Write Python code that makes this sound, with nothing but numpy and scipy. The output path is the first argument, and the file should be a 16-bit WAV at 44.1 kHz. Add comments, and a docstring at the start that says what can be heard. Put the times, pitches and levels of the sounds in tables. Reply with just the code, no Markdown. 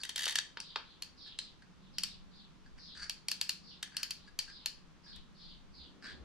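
"""Caulking gun at the bench

A hand caulking gun: its rod chatters through the grip plate, the tube knocks, then the trigger clicks singly and in runs.
Each blow is a burst of noise ringing plate, tube, frame and spring; short scrapes are tiny random slips.
The workshop answers with a short noise tail. Small birds, swept sines heard only as echoes, chirp faintly
over a low rumble, faint hiss, drone and sleeve rustle, all of filtered noise.
"""
import sys
import numpy as np
from scipy import signal
from scipy.fft import rfft, irfft, next_fast_len
from scipy.io import wavfile
from scipy.ndimage import map_coordinates

SR = 44100
rng = np.random.default_rng(int(sys.argv[2]) if len(sys.argv) > 2 else 0)


def master_out(mix):
    """Clip the mix to full scale and print it as 16-bit PCM to the path in sys.argv[1]."""
    frames = np.transpose(np.atleast_2d(mix))
    ceiling = np.clip(frames, -1, 1)
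    pcm = np.round(ceiling * 32767).astype(np.int16)
    wavfile.write(sys.argv[1], SR, pcm)


N = 275184


def trigger_clicks():
    """The trigger snaps the grip plate: softer contacts have a lower edge, a tighter grip rings higher."""
    # clicks: start_s, level_db, length_s (before each part's share), edge_hz, plate_pitch_ratio
    clicks = [(0.6015, -39, 0.0027, 10100, 1.04), (1.022, -37.5, 0.0025, 14000, 1),
              (1.3878, -34.5, 0.0023, 9100, 0.93), (1.9831, -32, 0.0031, 11500, 1.04),
              (2.0347, -29.5, 0.003, 13500, 1.034), (3.0962, -33.5, 0.0024, 12000, 1.01),
              (3.284, -31.5, 0.0024, 12600, 1.02), (3.3147, -30.5, 0.0036, 12800, 0.99),
              (3.4126, -29, 0.002, 14300, 1.01), (3.4927, -29, 0.003, 14900, 0.99),
              (3.9669, -32, .004, 12100, 1.02), (4.0306, -31.5, .0037, 15500, 1.02),
              (4.107, -34.5, 0.0045, 15000, 1.016), (4.3894, -29.5, 0.0034, 12200, 1.006),
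              (4.6589, -30, 0.0029, 12900, 1)]
    # share of each part: plate_db, tube_db, frame_db, coil_db, crack_db
    click_mix = (0, -21.5, -8, -14, -6.5)
    out = np.zeros((2, N))
    for start_s, level_db, length_s, edge_hz, pitch in clicks:
        direct, radiated = blow(level_db, length_s, edge_hz, click_mix, pitch)
        add(out, start_s, near(direct, radiated, wet_db=-6.0))
    return out


def rod_slips():
    """The rod jumps through the plate and jolts the frame; harder slips have shorter contacts."""
    # jumps of the rod: start_s, level_db
    slips = [(0.0337, -40), (0.05, -44.5), (0.0924, -39.5), (0.159, -36.5), (0.179, -38), (0.192, -38),
             (0.2067, -41.5), (0.2198, -40), (0.232, -39.5), (0.2393, -38.5), (0.255, -34.5), (0.2785, -37),
             (0.284, -37.5), (0.294, -38.5), (0.3073, -40.5), (0.3232, -43), (0.3556, -30), (0.3856, -39.5),
             (3.8274, -38.5), (5.1597, -59)]
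    # share of each part: plate_db, tube_db, frame_db, coil_db, crack_db
    slip_mix = (-2, -16, -12, 1.5, -2)
    usual_s, usual_db, halving_db = 0.0048, -41, 20  # every 20 dB above usual halves the contact
    out = np.zeros((2, N))
    for start_s, level_db in slips:
        length_s = usual_s * .5 ** (max(level_db - usual_db, 0) / halving_db)
        direct, radiated = blow(level_db, length_s, 11460, slip_mix)
        add(out, start_s, near(direct, radiated, wet_db=-5.5))
    # the plunger meets the tube: a duller, drier blow
    stop_s, stop_db, stop_length_s, stop_edge_hz = 0.3856, -30, 0.0039, 8300
    direct, radiated = blow(stop_db, stop_length_s, stop_edge_hz, slip_mix)
    add(out, stop_s, near(direct, radiated, wet_db=-10))
    return out


def tube_knocks():
    """The tube knocks in its cradle, a dull blow that favours the tube's own ring."""
    # knocks: start_s, level_db
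    knocks = [(0.2667, -44.5), (0.571, -48.5), (0.7585, -39.5)]
    # share of each part: plate_db, tube_db, frame_db, coil_db, crack_db
    knock_mix = (2.5, 5, 0, 3, -14)
    out = np.zeros((2, N))
    for start_s, level_db in knocks:
        direct, radiated = blow(level_db, 0.0029, 8500, knock_mix)
        add(out, start_s, near(direct, radiated, wet_db=-5.5))
    return out


def blow(level_db, length_s, edge_hz, mix, pitch=1):
    """One contact rings plate, tube, frame and spring coil, with a crack on top; each has its own chatter length."""
    # resonances of the grip plate: centre_hz (before the pitch ratio), width_hz, level_db
    plate_modes = [(4246, 220, 2), (4604, 125, 3), (4950, 244, -3.5), (5450, 610, -13.5)]
    # resonances of the tube: centre_hz, width_hz, level_db
    tube_modes = [(423, 260, -9), (907, 103, -1.5), (1394, 400, -3.5)]
    # resonances of the frame: centre_hz, width_hz, level_db
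    frame_modes = [(1743, 78, -11.5), (2214, 430, -10), (2690, 510, -1), (3000, 197, 1.5), (3147, 110, -2),
                   (3960, 120, -8.5)]
    # resonances of the spring coil: centre_hz, width_hz, level_db
    coil_modes = [(1727, 154, 1), (1980, 180, -3), (3120, 370, -0.9), (3810, 114, 1)]
    # resonances of the top crack: centre_hz, width_hz, level_db
    crack_modes = [(5880, 670, 0.5), (7020, 414, 2.5), (7290, 940, -1.5), (9030, 1300, -5),
                   (9840, 670, -4.5), (12270, 750, -6.5), (13700, 1400, -13.5)]
    plate = [(hz * pitch, width, db) for hz, width, db in plate_modes]
    parts = [
        strike(plate, length_s * 1.18),
        strike(tube_modes, length_s * 0.76),
        strike(frame_modes, length_s * 0.65),
        strike(coil_modes, length_s * 0.85),
        strike(crack_modes, length_s * 0.96),
    ]
    hit = sum(amp(level_db + part_db) * part for part_db, part in zip(mix, parts))
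    softness = signal.butter(5, min(edge_hz, SR * .45), fs=SR, output="sos")
    direct, radiated = signal.sosfilt(softness, hit)
    return direct, radiated


def strike(modes, length_s, first=4, rise_s=0.00017):
    """A part rung by metal chatter, and its plain ring; each has the energy of rms 1 held for 5 ms."""
    t = np.arange(SR // 20) / SR
    envelope = np.exp(-(t / length_s) ** 6) * (1 - np.exp(-t / rise_s))
    chatter = rng.standard_normal(len(t)) * envelope
    tap = t == 0
    # no two contacts land alike
    modes = [(hz, width, db + rng.normal(0, 1)) for hz, width, db in modes]
    rung = ring(np.array([chatter + first * tap, tap]), modes)
    # keep each part in its own band
    band = np.clip([modes[0][0], modes[-1][0] * 1.47], 50, SR * .49)
    rung = signal.sosfilt(signal.butter(3, band, "bandpass", fs=SR, output="sos"), rung)
    return np.array([unit(row) for row in rung]) / np.sqrt(10)


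def rod_scrapes(dull_hz=9500, jerk_db=3):
    """The sliding rod catches in tiny uneven slips that ring the spring and make the plate squeal."""
    # slides of the rod: start_s, length_s, spring_db, squeal_db (relative to the spring)
    scrapes = [(0, 0.021, -56.5, 10), (1.256, 0.032, -63.5, 0), (1.62, 0.011, -64, -5.5),
               (2.653, 0.02, -65.5, -3), (2.776, 0.016, -63, -3.5), (2.948, 0.13, -54.5, 2.5),
               (3.861, 0.019, -61, -14), (3.919, 0.15, -58, -5), (4.261, 0.035, -63, 0),
               (4.464, 0.051, -59, -1.5), (5.037, 0.1, -68, -5), (6.022, 0.055, -48, -6),
               (6.06, 0.073, -56, -7)]
    # resonances of the rubbed spring: centre_hz, width_hz, level_db
    spring_modes = [(1635, 170, 7.5), (2920, 600, -10.5)]
    # resonances of the squealing plate: centre_hz, width_hz, level_db
    squeal_modes = [(4620, 250, 5), (9350, 730, -16.5)]
    out = np.zeros((2, N))
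    for start_s, length_s, spring_db, squeal_db in scrapes:
        u = np.arange(round(length_s * SR)) / (length_s * SR)  # 0 to 1 through the slide
        jerk = map_coordinates(rng.standard_normal(40), [u * length_s * 100], mode="mirror")
        force = np.sin(np.pi * u) ** 0.44 * amp(jerk_db * jerk)
        # about 1500 catches a second
        catches = rng.standard_normal(len(u)) * (rng.random(len(u)) < 1500 / SR)
        grit = unit(ring(catches, spring_modes)) + amp(squeal_db) * unit(ring(catches, squeal_modes))
        scrape = amp(spring_db) * filtered(grit * force, lambda hz: 1 / (1 + (hz / dull_hz) ** 6))
        add(out, start_s, near(scrape, scrape, wet_db=-3.5))
    return out


def handling():
    """Soft low bumps as the work is handled, each a brief swell of one deep resonance."""
    # bumps: start_s, level_db
    bumps = [(2.929, -63.5), (5.09, -62.5), (5.73, -62.5), (6.041, -61), (6.15, -57)]
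    out = np.zeros((2, N))
    swell = np.hanning(round(0.18 * SR))
    body = [(65.8, 21, 0)]  # centre_hz, width_hz, level_db
    for start_s, level_db in bumps:
        deep = ring(ring(diffuse(SR // 2), body), body)[:, -len(swell):]
        add(out, start_s, amp(level_db) * unit(deep * swell))
    return out


def near(direct, radiated, wet_db):
    """Direct sound reaches two ports with a small phase gap; what radiates all round feeds the room."""
    # phase gap between the ports: frequency_hz, left_lag_rad
    port_lag = [(300, 0.65), (2000, 0.39), (4500, 0.98), (7000, 1), (12000, 0.6)]
    # balance between the ports: frequency_hz, left_minus_right_db
    balance = [(500, -1.5), (2000, 1.5), (4500, 2.5), (8000, -2), (12000, -2.5)]
    pair = amp(wet_db) * room(radiated)
    sides = np.array([[.5], [-.5]])
    add(pair, 0, filtered(direct, lambda hz: np.exp(-1j * along(port_lag, hz) * sides)))
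    return filtered(pair, lambda hz: amp(along(balance, hz) * sides))


def room(x, early_db=4, early_s=0.013, echo_db=3, echo_s=0.011):
    """The workshop's answer: strong early echoes, a cluster off the nearest wall, then an even decay."""
    # decay of the workshop: frequency_hz, t60_s
    decay = [(200, 0.27), (1500, .33), (4500, 0.32), (8000, 0.28), (14000, 0.16)]
    hz, t, z = signal.stft(diffuse(SR // 2), SR, nperseg=256)
    fading = z * amp(-60 * t / along(decay, hz)[:, None])
    tail = signal.istft(fading, SR, nperseg=256)[1]
    t = np.arange(tail.shape[1]) / SR
    early = early_db * np.exp(-t / early_s)
    cluster = echo_db * np.exp(-((t - echo_s) / 0.0016) ** 2)
    onset = np.clip(t / .002 - 1, 0, 1)  # silent for 2 ms, full at 4 ms
    tail = tail * amp(early + cluster) * onset
    return signal.fftconvolve(x[None], unit(tail) / np.sqrt(len(t)), axes=1)


def birds(flutter_hz=170, warble_hz=520, waver_hz=480, throat_hz=4150, throat_width_hz=1500, flicker_db=3.0):
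    """Rough falling chirps that swell and fade, far away and heard only through their echoes."""
    # chirps: start_s, length_s, level_db (before a 2 dB cut)
    chirps = [(0.584, 0.16, -55), (0.813, 0.18, -63.5), (1.159, 0.17, -52), (1.368, 0.12, -56),
              (1.79, 0.11, -69), (1.92, 0.1, -60), (2.034, 0.12, -56.5), (2.301, 0.16, -61.5),
              (2.772, 0.19, -53), (3.618, 0.15, -55), (4.12, 0.15, -66), (4.454, 0.18, -55.5),
              (5.025, 0.16, -54.5), (5.335, 0.23, -57), (5.717, 0.16, -56.5), (6.01, 0.12, -55)]
    full_db, full_start_hz, end_hz, start_hz_per_db = -53, 5217, 3243, 66  # weaker chirps start lower
    out = np.zeros((2, N))
    for start_s, length_s, level_db in chirps:
        start_hz = full_start_hz + start_hz_per_db * (level_db - full_db)
        u = np.arange(round(length_s * SR)) / (length_s * SR)  # 0 to 1 through the chirp
        warble = np.sin(2 * np.pi * flutter_hz * length_s * u)
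        waver, effort = [
            map_coordinates(rng.standard_normal(80), [u * length_s * 220], mode="mirror") for _ in range(2)
        ]
        pitch_hz = start_hz + (end_hz - start_hz) * u + warble_hz * warble + waver_hz * waver
        tone = np.sin(2 * np.pi * np.cumsum(pitch_hz) / SR)
        call = unit(tone * np.sqrt(np.sin(np.pi * u)) * amp(flicker_db * effort))
        call = filtered(call, lambda hz: 1 / (1 + ((hz - throat_hz) / throat_width_hz) ** 4))
        add(out, start_s, amp(level_db - 2.0) * room(call, early_db=0, early_s=0.032, echo_db=2))
    return out


def sleeve_rustle():
    """A dull rustle of sleeve: noise through one low resonance with its treble rolled off."""
    # level of the rustle: time_s, level_db
    sleeve_level = [(5.6, -72.5), (6.1, -61), (6.24, -57.5)]
    cloth = ring(diffuse(N), [(253, 123, 0)])
    cloth = unit(filtered(cloth, lambda hz: 1 / (1 + (hz / 3000) ** 2)))
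    return amp(curve(sleeve_level)) * cloth


def room_drone():
    """Noise gathered in one narrow resonance of the room, then shaped by a broad one."""
    # level of the drone: time_s, level_db
    drone_level = [(0, -80), (1.2, -76.5), (1.9, -60), (2.5, -65), (3.1, -68.5), (3.7, -63.5), (4.5, -75.5),
                   (5.3, -63.5), (6.24, -71)]
    drone = unit(ring(ring(diffuse(N), [(186, 17, 0)]), [(163, 280, 0)]))
    return amp(curve(drone_level)) * drone


def low_rumble(swell_db=4):
    """Deep noise whose level swells unevenly."""
    # level of the rumble: time_s, level_db
    rumble_level = [(0, -77), (0.8, -73), (1.7, -62.5), (2.9, -62.5), (3.5, -75), (4.3, -62.5), (5.5, -61),
                    (6.24, -64)]
    deep = filtered(diffuse(N), lambda hz: 1 / (1 + (hz / 52) ** 4))
    return amp(curve(rumble_level)) * unit(deep * amp(swell_db * wobble(7.7)))


def room_air():
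    """Steady noise, strongest in the lows with a faint hiss on top."""
    # relative spectrum of the air: frequency_hz, level_db (per Hz)
    air_shape = [(25, -4.5), (70, -2), (110, -9.5), (155, -1.5), (300, -12), (650, -20.5), (1050, -15.5),
                 (2200, -22.5), (3500, -22.5), (6000, -28), (12500, -46), (16000, -66)]
    return amp(-62.5) * unit(filtered(diffuse(N), lambda hz: amp(along(air_shape, hz))))


def diffuse(size):
    """Stereo noise as it arrives from all sides, its left-right likeness set by frequency."""
    # likeness of the two sides: frequency_hz, correlation (-1 to 1)
    likeness = [(50, -0.33), (160, 0.23), (400, 0.21), (1000, 0.39), (4000, 0.28), (12000, -0.39)]

    def turn(hz):
        return np.arccos(np.clip(along(likeness, hz), -1, 1)) / 2

    noise = rng.standard_normal((2, size))
    mid, side = filtered(noise, lambda hz: np.array([np.cos(turn(hz)), np.sin(turn(hz))]))
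    return np.array([mid + side, mid - side])


def ring(x, modes):
    """x through resonances (centre_hz, width_hz, level_db) summed with alternating sign."""
    def response(f):
        total = 0
        for k, (centre, width, db) in enumerate(modes):
            damping = 1j * f * width
            total = total + (-1) ** k * amp(db) * damping / (centre * centre - f * f + damping)
        return total

    return filtered(x, response)


def filtered(x, response):
    """x times a complex response of frequency."""
    n = x.shape[-1]
    m = next_fast_len(n + 4096)  # padding for the ring-out
    return irfft(rfft(x, m) * response(np.fft.rfftfreq(m, 1 / SR)), m)[..., :n]


def wobble(rate_hz):
    """A smooth random curve, rate_hz knots a second."""
    knots = rng.standard_normal(int(N * rate_hz / SR) + 4)
    return map_coordinates(knots, [np.arange(N) * rate_hz / SR])


def along(points, hz):
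    """(frequency_hz, value) points read on a log frequency axis."""
    f, v = np.transpose(points)
    return np.interp(np.log(hz + 1), np.log(f + 1), v)


def curve(rows):
    """(time_s, value) rows to one value per sample."""
    return np.interp(np.arange(N) / SR, *np.transpose(rows))


def add(track, start_s, x):
    """Mix x into the track from start_s, cut off at the track's end."""
    part = track[..., max(round(start_s * SR), 0):][..., :x.shape[-1]]
    part += x[..., :part.shape[-1]]


def amp(db):
    """Decibels to gain."""
    return 10 ** (np.asarray(db) / 20)


def unit(x):
    """Scale to rms 1."""
    return x / np.sqrt(np.mean(x ** 2) + 1e-20)


def scene():
    """Gun, birds and room together."""
    gun = trigger_clicks() + rod_slips() + tube_knocks() + rod_scrapes() + handling()
    background = sleeve_rustle() + room_drone() + low_rumble() + room_air()
    return gun + birds() + background


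def record(dry):
    """A very steep low-pass: almost nothing remains above 15.8 kHz."""
    return filtered(dry, lambda hz: 1 / np.sqrt(1 + (hz / 15800) ** 80))


dry = scene()
out = record(dry)
master_out(out)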